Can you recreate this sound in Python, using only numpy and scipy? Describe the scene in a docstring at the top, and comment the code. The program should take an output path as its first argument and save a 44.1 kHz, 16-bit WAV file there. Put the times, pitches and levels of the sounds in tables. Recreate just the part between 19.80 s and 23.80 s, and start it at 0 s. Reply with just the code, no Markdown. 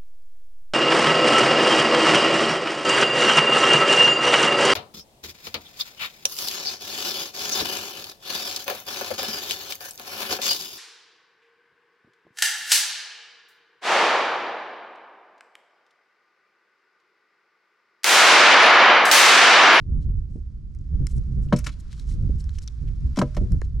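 """On a mud flat, small wet fish are picked up and tossed into a plastic tub close by.
Each fish knocks the tub, so its walls ring and its floor thuds, and slaps about on the other fish.
The mud clicks and squelches under feet and fingers as wet films snap and tiny bubbles ring.
Moving air and handling rumble on the microphone, over a faint outdoor hiss."""
import sys
import numpy as np
from scipy import signal
from scipy.fft import rfft, irfft, next_fast_len
from scipy.io import wavfile
from scipy.ndimage import uniform_filter1d, map_coordinates

SR = 44100
rng = np.random.default_rng(int(sys.argv[2]) if len(sys.argv) > 2 else 0)


def master(y):
    """Save y as 16-bit WAV."""
    cut = np.clip(np.atleast_2d(y).T, -1, 1)
    pcm = np.round(cut * 32767)  # scale
    wavfile.write(sys.argv[1], SR, pcm.astype(np.int16))


N = 176400
T = np.arange(SR // 3) / SR  # the clock of one short sound, in seconds
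TOP_HZ = 15700  # the highest pitch the microphone picks up

# How loud the outdoor hiss is as time passes (time [s], level [dB])
HISS_LEVEL = [(.9, -76), (1.25, -69.5), (1.68, -68.5), (1.95, -64.5), (2.5, -66), (3.2, -66.5),
              (3.48, -60.5), (4, -74)]
# The bright tone of tiny wet films bursting (frequency [Hz], level [dB])
SPRAY_SPECTRUM = [(500, -40), (2500, -15.5), (5500, 8), (7200, 4), (10500, -7), (13000, -17.5),
                  (15700, -40.5)]


def amp(db):
    """Turn decibels into a number to multiply by."""
    return 10 ** (np.asarray(db) / 20)


def unit(x):
    """Scale a sound to an average strength (rms) of 1."""
    return x / np.sqrt(np.mean(x ** 2) + 1e-20)


def over_time(points):
    """Join (time, value) points with straight lines, one value per sample."""
    return np.interp(np.arange(N) / SR, *np.transpose(points))


def filtered(x, response):
    """Multiply each frequency in x by response(frequency)."""
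    length = x.shape[-1]
    padded = next_fast_len(length + SR // 10)
    return irfft(rfft(x, padded) * response(np.fft.rfftfreq(padded, 1 / SR)), padded)[..., :length]


def colour(x, spectrum):
    """Shape the tone of x with (frequency, level) points; the result has strength 1."""
    points_hz, db = np.transpose(spectrum)
    return unit(filtered(x, lambda hz: amp(np.interp(np.log(hz + 1), np.log(points_hz + 1), db))))


def fade(t60, rise=1e-4):
    """Rise in a straight line, then die away by 60 dB in t60 seconds (the fade time)."""
    return np.minimum(T / rise, 1) * np.exp(-np.log(1000) * np.maximum(T - rise, 0) / t60)


def swell(t60, rise):
    """Like fade, with a softer start."""
    return np.minimum(T / rise, 1) * fade(t60, rise)


def wobble(rate):
    """A smooth curve through `rate` random values a second."""
    values = rng.standard_normal(int(N * rate / SR) + 2)
    return map_coordinates(values, [np.arange(N) * rate / SR], mode='nearest')


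def burst(spectrum):
    """A short piece of noise with the given tone."""
    return colour(rng.standard_normal(len(T)), spectrum)


def clicks(per_s, spread_db, size=len(T)):
    """Clicks at random moments; spread_db sets how uneven their strength is."""
    spikes = (rng.random(size) < per_s / SR) * rng.choice([-1, 1], size)
    return spikes * amp(spread_db * np.clip(rng.standard_normal(size), -2, 2))


def stereo_noise(spectrum, side_db):
    """Steady noise of strength 1; a higher side_db makes it wider."""
    mid, side = rng.standard_normal((2, N))
    return colour(np.array([mid + amp(side_db) * side, mid - amp(side_db) * side]), spectrum)


def add(track, start_s, sound):
    """Mix a sound into a track at the given time."""
    part = track[max(round(start_s * SR), 0):][:len(sound)]
    part += sound[:len(part)]


def pan(x, left_db):
    """Make a sound left_db louder on the left than on the right."""
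    return x * amp(np.array([[1], [-1]]) * left_db / 2)


def outdoor_hiss():
    """A faint, slightly wavering hiss in the open air."""
    # The tone of the hiss (frequency [Hz], level [dB])
    spectrum = [(700, -2), (1250, 5), (2900, -3), (5000, 0), (7000, -6.5), (10000, -13), (12500, -22.5),
                (15700, -49)]
    return amp(over_time(HISS_LEVEL) + 0.5 * wobble(rate=22)) * stereo_noise(spectrum, side_db=-4.5)


def wind_rumble():
    """Short gusts push on the microphone and make a fluttering rumble."""
    # Puffs of air (peak time [s], width [s], deep rumble level [dB], upper rumble level [dB])
    gusts = [(.14, 0.059, -22.5, -31), (.28, 0.029, -20.5, -32.5), (0.383, .024, -18, -39),
             (1.145, .022, -18.5, -30.5), (1.22, 0.045, -20, -30), (1.368, 0.043, -19.5, -35),
             (1.62, 0.099, -22, -31), (2.389, 0.083, -22, -33), (2.529, 0.045, -20.5, -35),
             (2.71, .08, -28.5, -48.5), (3.07, 0.049, -24, -34), (3.25, 0.067, -21.5, -35),
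             (3.628, 0.045, -21, -31), (3.74, 0.037, -17.5, -27.5), (3.9, 0.17, -24.5, -41)]
    # The tones of the deep and the upper rumble (frequency [Hz], level [dB])
    deep_spectrum = [(10, -11.5), (45, 1), (65, 0.5), (130, -15.5), (500, -99.5)]
    upper_spectrum = [(60, -36.5), (125, 6.5), (240, -10), (550, -33), (830, -54), (1350, -49.5),
                      (3000, -72.5)]
    deep, upper = amp(-33), amp(-45)  # the calm between gusts
    for peak_s, width, deep_db, upper_db in gusts:
        gust = np.exp(-.5 * ((np.arange(N) / SR - peak_s) / width) ** 2)
        deep = np.hypot(deep, amp(deep_db) * gust)
        upper = np.hypot(upper, amp(upper_db) * gust)
    flutter_db = 2 * np.minimum(wobble(rate=22), 2)
    deep_rumble = deep * amp(flutter_db / 2) * stereo_noise(deep_spectrum, side_db=-12.5)
    upper_rumble = upper * amp(flutter_db) * stereo_noise(upper_spectrum, side_db=-6.5)
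    return deep_rumble + upper_rumble


def mud_ticks():
    """Wet mud ticks at random, always 12 dB below the hiss level."""
    ticks = colour(clicks(per_s=61, spread_db=3.5, size=N), SPRAY_SPECTRUM)
    return amp(over_time(HISS_LEVEL) - 12) * ticks


def ground_pats():
    """Dull pats on ground so soft that it muffles even their start."""
    # Touches on the ground (time [s], level [dB], fade time [s])
    touches = [(.552, -31.5, 0.1), (2.492, -26, 0.066), (3.606, -25.5, 0.21)]
    # The dull tone of soft ground (frequency [Hz], level [dB])
    spectrum = [(100, 13), (350, 5), (750, -21.5), (3000, -89)]
    out = np.zeros(N)
    for start_s, db, t60 in touches:
        push = swell(t60, rise=t60 / 20) * rng.standard_normal(len(T))
        add(out, start_s, amp(db) * push.std() * colour(push, spectrum))
    return out


def bubbles(per_s, centre_hz):
    """Tiny air pockets open at random, each ringing briefly at its own pitch."""
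    size, ring_cycles = len(T), 28  # a bubble dies away by 60 dB in this many cycles
    pitch_draw, level_draw, time_draw = np.hsplit(rng.random((int(per_s * size / SR) + 1, 3)), 3)
    hz = np.minimum(centre_hz * (pitch_draw / (1 - pitch_draw)) ** 0.225, TOP_HZ)  # most near the centre
    t = T[:SR // 100]
    strength = amp(-20 * level_draw) * (1 - hz / TOP_HZ)
    rings = strength * np.sin(2 * np.pi * hz * t) * np.exp(-np.log(1000) * hz * t / ring_cycles)
    positions = (time_draw * size).astype(int) + np.arange(len(t))
    return unit(np.bincount(positions.ravel(), rings.ravel(), size)[:size])


def mud_squelches():
    """Clouds of fizz and tiny bubbles swell and fade as mud and fish are squeezed and peeled apart."""
    # Squeezes (peak time [s], width [s], level [dB], centre pitch [Hz])
    squeezes = [(0.226, 0.015, -65.5, 5180), (.55, 0.037, -75, 7000), (1.307, 0.018, -57.5, 7900),
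                (1.371, 0.013, -59, 9500), (1.64, 0.016, -64.5, 8150), (1.926, 0.015, -56.5, 3850),
                (2.003, .006, -56.5, 7200), (2.127, 0.014, -53.5, 4000), (2.192, 0.031, -59, 4930),
                (2.312, 0.026, -54, 5720), (2.603, 0.01, -55.5, 7100), (2.757, 0.015, -58.5, 4900),
                (2.83, 0.0087, -50.5, 5800), (3.084, 0.0077, -57.5, 2520), (3.841, 0.011, -60, 4870)]
    out = np.zeros(N)
    middle_s, band_octaves = T.mean(), 0.81
    for peak_s, width, db, centre_hz in squeezes:
        def band(hz):
            """Keep the pitches near the centre and soften the very top."""
            octaves_away = np.log2((hz + 1) / centre_hz)
            return 1 / (1 + (octaves_away / band_octaves) ** 2) / (1 + (hz / 11000) ** 8)
        fizz = unit(filtered(clicks(per_s=930, spread_db=3), band))
        cloud = amp(-3) * fizz + amp(-6.5) * bubbles(per_s=5000, centre_hz=centre_hz)
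        pressure = np.exp(-.5 * ((T - middle_s) / width) ** 2)
        add(out, peak_s - middle_s, amp(db) * cloud * pressure)
    return out


def mud_pops():
    """A film of mud snaps and the little air pocket behind it rings."""
    # Small pops (time [s], pocket level [dB], pocket pitch [Hz], snap level [dB])
    pops = [(.949, -68, 5220, -55), (.988, -55, 6300, -75), (1.269, -30.5, 5840, -29.5),
            (1.382, -44.5, 5940, -60.5), (1.688, -48.5, 2800, -66), (1.7905, -32.5, 9950, -38),
            (2.129, -58, 6740, -44), (2.197, -38.5, 4050, -44.5), (2.606, -40, 4720, -66),
            (2.641, -44, 5220, -49), (2.693, -43.5, 4000, -47.5), (2.7854, -38.5, 2980, -38.5),
            (2.789, -34.5, 5500, -50), (2.8766, -26, 5550, -43), (2.883, -34.5, 3700, -55),
            (3.720, -53.5, 9660, -44.5), (3.8159, -45, 4220, -42)]
    # The tone of the snapping film (frequency [Hz], level [dB])
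    snap_spectrum = [(500, -17), (1600, 8.5), (3000, -8.5), (5800, 5.5), (10000, -4), (15700, -30)]
    out = np.zeros(N)
    for start_s, pocket_db, hz, snap_db in pops:
        waver = 1 + 0.097 * unit(uniform_filter1d(rng.standard_normal(len(T)), size=24))
        pocket = fade(t60=0.0082, rise=0.00013) * np.sin(2 * np.pi * np.cumsum(hz * waver) / SR)
        snap = fade(t60=0.01) * burst(snap_spectrum)
        add(out, start_s, amp(pocket_db) * pocket + amp(snap_db) * snap)
    return out


def fish_on_mud():
    """A small fish lands flat on the mud with a short, hollow tock."""
    # The notes of its body and the air under it (pitch [Hz], level [dB], fade time [s])
    notes = [(407, -30, 0.011), (1120, -30, 0.0046), (1740, -29.5, 0.0096)]
    tock = sum(amp(db) * fade(t60, rise=1 / hz) * np.sin(2 * np.pi * hz * T) for hz, db, t60 in notes)
    out = np.zeros(N)
    add(out, start_s=3.817, sound=tock)
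    return out


def fish_slaps():
    """Wet skin meets wet skin: a smack and a spray of tiny bursting films."""
    # Fish hitting fish (time [s], rise time [s], fade time [s], smack level [dB], spray level [dB])
    slaps = [(1.724, 0.0046, 0.067, -31.5, -47), (1.761, 0.0012, 0.1, -44, -39),
             (1.786, 0.0015, 0.088, -45, -45.5), (1.840, .005, 0.07, -46.5, -42.5),
             (1.862, 0.0072, 0.061, -31, -36), (1.888, 0.005, 0.047, -41, -51.5),
             (3.359, 0.00089, 0.073, -43.5, -51), (3.370, 0.00082, 0.095, -38, -42.5),
             (3.389, 0.00014, 0.041, -28.5, -29.5), (3.416, .0005, .05, -33.5, -41.5),
             (3.547, 0.00058, 0.049, -50.5, -53), (3.567, 0.00039, 0.042, -34, -44.5)]
    # The tone of the smack (frequency [Hz], level [dB])
    smack_spectrum = [(400, -24), (1200, 3.5), (2300, 0.5), (3500, -2.5), (5000, -7.5), (12000, -33.5)]
    out = np.zeros(N)
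    for start_s, rise, t60, smack_db, spray_db in slaps:
        smack = amp(smack_db) * colour(clicks(per_s=5000, spread_db=3), smack_spectrum)
        spray = amp(spray_db) * colour(clicks(per_s=6400, spread_db=0), SPRAY_SPECTRUM)
        add(out, start_s, fade(t60, rise) * (smack + spray))
    echo_s, echo_gain = 0.00243, 0.25  # the near wall of the tub makes each slap hollow
    return filtered(out, lambda hz: 1 - echo_gain * np.exp(-2j * np.pi * hz * echo_s))


def tub_knocks():
    """A fish hits the tub: the wall cracks and rings, duller for a soft blow, and the floor thuds."""
    # Hits (time [s], wall level [dB], treble cut-off [Hz], thud level [dB], thud pitch [Hz])
    hits = [(1.7243, -13.5, 1290, -9, 176.8), (1.866, -42.5, 2000, -41, 286),
            (3.373, -28.5, 900, -14.5, 214.6), (3.387, -26, 2200, -10, 189),
            (3.4146, -15.5, 1900, -24, 280), (3.569, -28.5, 896, -23, 174.4)]
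    # The notes the tub rings at (pitch [Hz], level [dB], fade time [s])
    notes = [(135.2, -0.5, 0.21), (237.5, -3, 0.17), (321.3, -6.5, 0.11), (415, -9, 0.083),
             (490.4, -10, 0.125), (593.6, -5.5, 0.1), (610.3, -34, 0.6), (740, -13, 0.031),
             (993, -12.5, 0.089), (1134, -13, 0.036), (1289, -12, 0.064), (1586, -7.5, 0.038)]
    # The blur of many more wall notes between them (frequency [Hz], level [dB])
    clatter_spectrum = [(250, -29.5), (600, 9.5), (900, -0.5), (1700, -7), (3000, -18), (8000, -56.5)]
    crack_hz, lag_cycles = 1039, 0.5964
    out = np.zeros(N)
    for start_s, wall_db, cutoff_hz, thud_db, thud_hz in hits:
        ring = np.zeros(len(T))
        for hz, db, t60 in notes:
            loudness = amp(db + rng.normal(0, 1)) * swell(t60, rise=1 / hz)
            ring += loudness * np.sin(2 * np.pi * (hz * T + rng.random()))
        crack = amp(4) * fade(t60=0.014) * np.sin(2 * np.pi * crack_hz * T)  # the spot that is hit
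        clatter = amp(-4.5) * fade(t60=0.066) * burst(clatter_spectrum)
        # Low notes travel more slowly through the bending wall, so they arrive later.
        wall = filtered(ring + crack + clatter,
                        lambda hz: np.exp(-2j * np.pi * lag_cycles * np.log(hz + 20)))
        wall = signal.sosfilt(signal.butter(2, cutoff_hz, fs=SR, output='sos'), wall)
        # The floor bends under the weight; its pitch starts high and drops at once.
        pitch = thud_hz * (1 + 0.79 * np.exp(-T / 0.0042))
        thud = fade(t60=0.11, rise=0.0088) * np.sin(2 * np.pi * np.cumsum(pitch) / SR)
        add(out, start_s, amp(wall_db) * wall + amp(thud_db) * thud)
    return out


def echoes(x):
    """Sound bounces quickly off the tub and ground, then a faint tail comes back from all around."""
    response = 0
    for db, t60 in (-10, 0.02), (-23.5, 0.21):
        scatter = rng.standard_normal((2, len(T))) * fade(t60)
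        response = response + amp(db) * scatter / np.linalg.norm(scatter[0])
    return signal.fftconvolve(x[None], response, axes=1)[:, :N]


def scene():
    """The tub and the mud lie a little to the left; the rumble leans to the right."""
    knocks, slaps = tub_knocks(), fish_slaps()
    mud = mud_pops() + mud_squelches() + ground_pats() + fish_on_mud() + mud_ticks()
    direct = pan(knocks, left_db=1) + pan(slaps, left_db=3) + pan(mud, left_db=3.5)
    return direct + echoes(knocks + slaps + mud) + pan(wind_rumble(), left_db=-3) + outdoor_hiss()


def record(dry):
    """The microphone keeps nothing above its highest pitch."""
    return filtered(dry, lambda hz: hz < TOP_HZ)


dry = scene()
out = record(dry)
master(out)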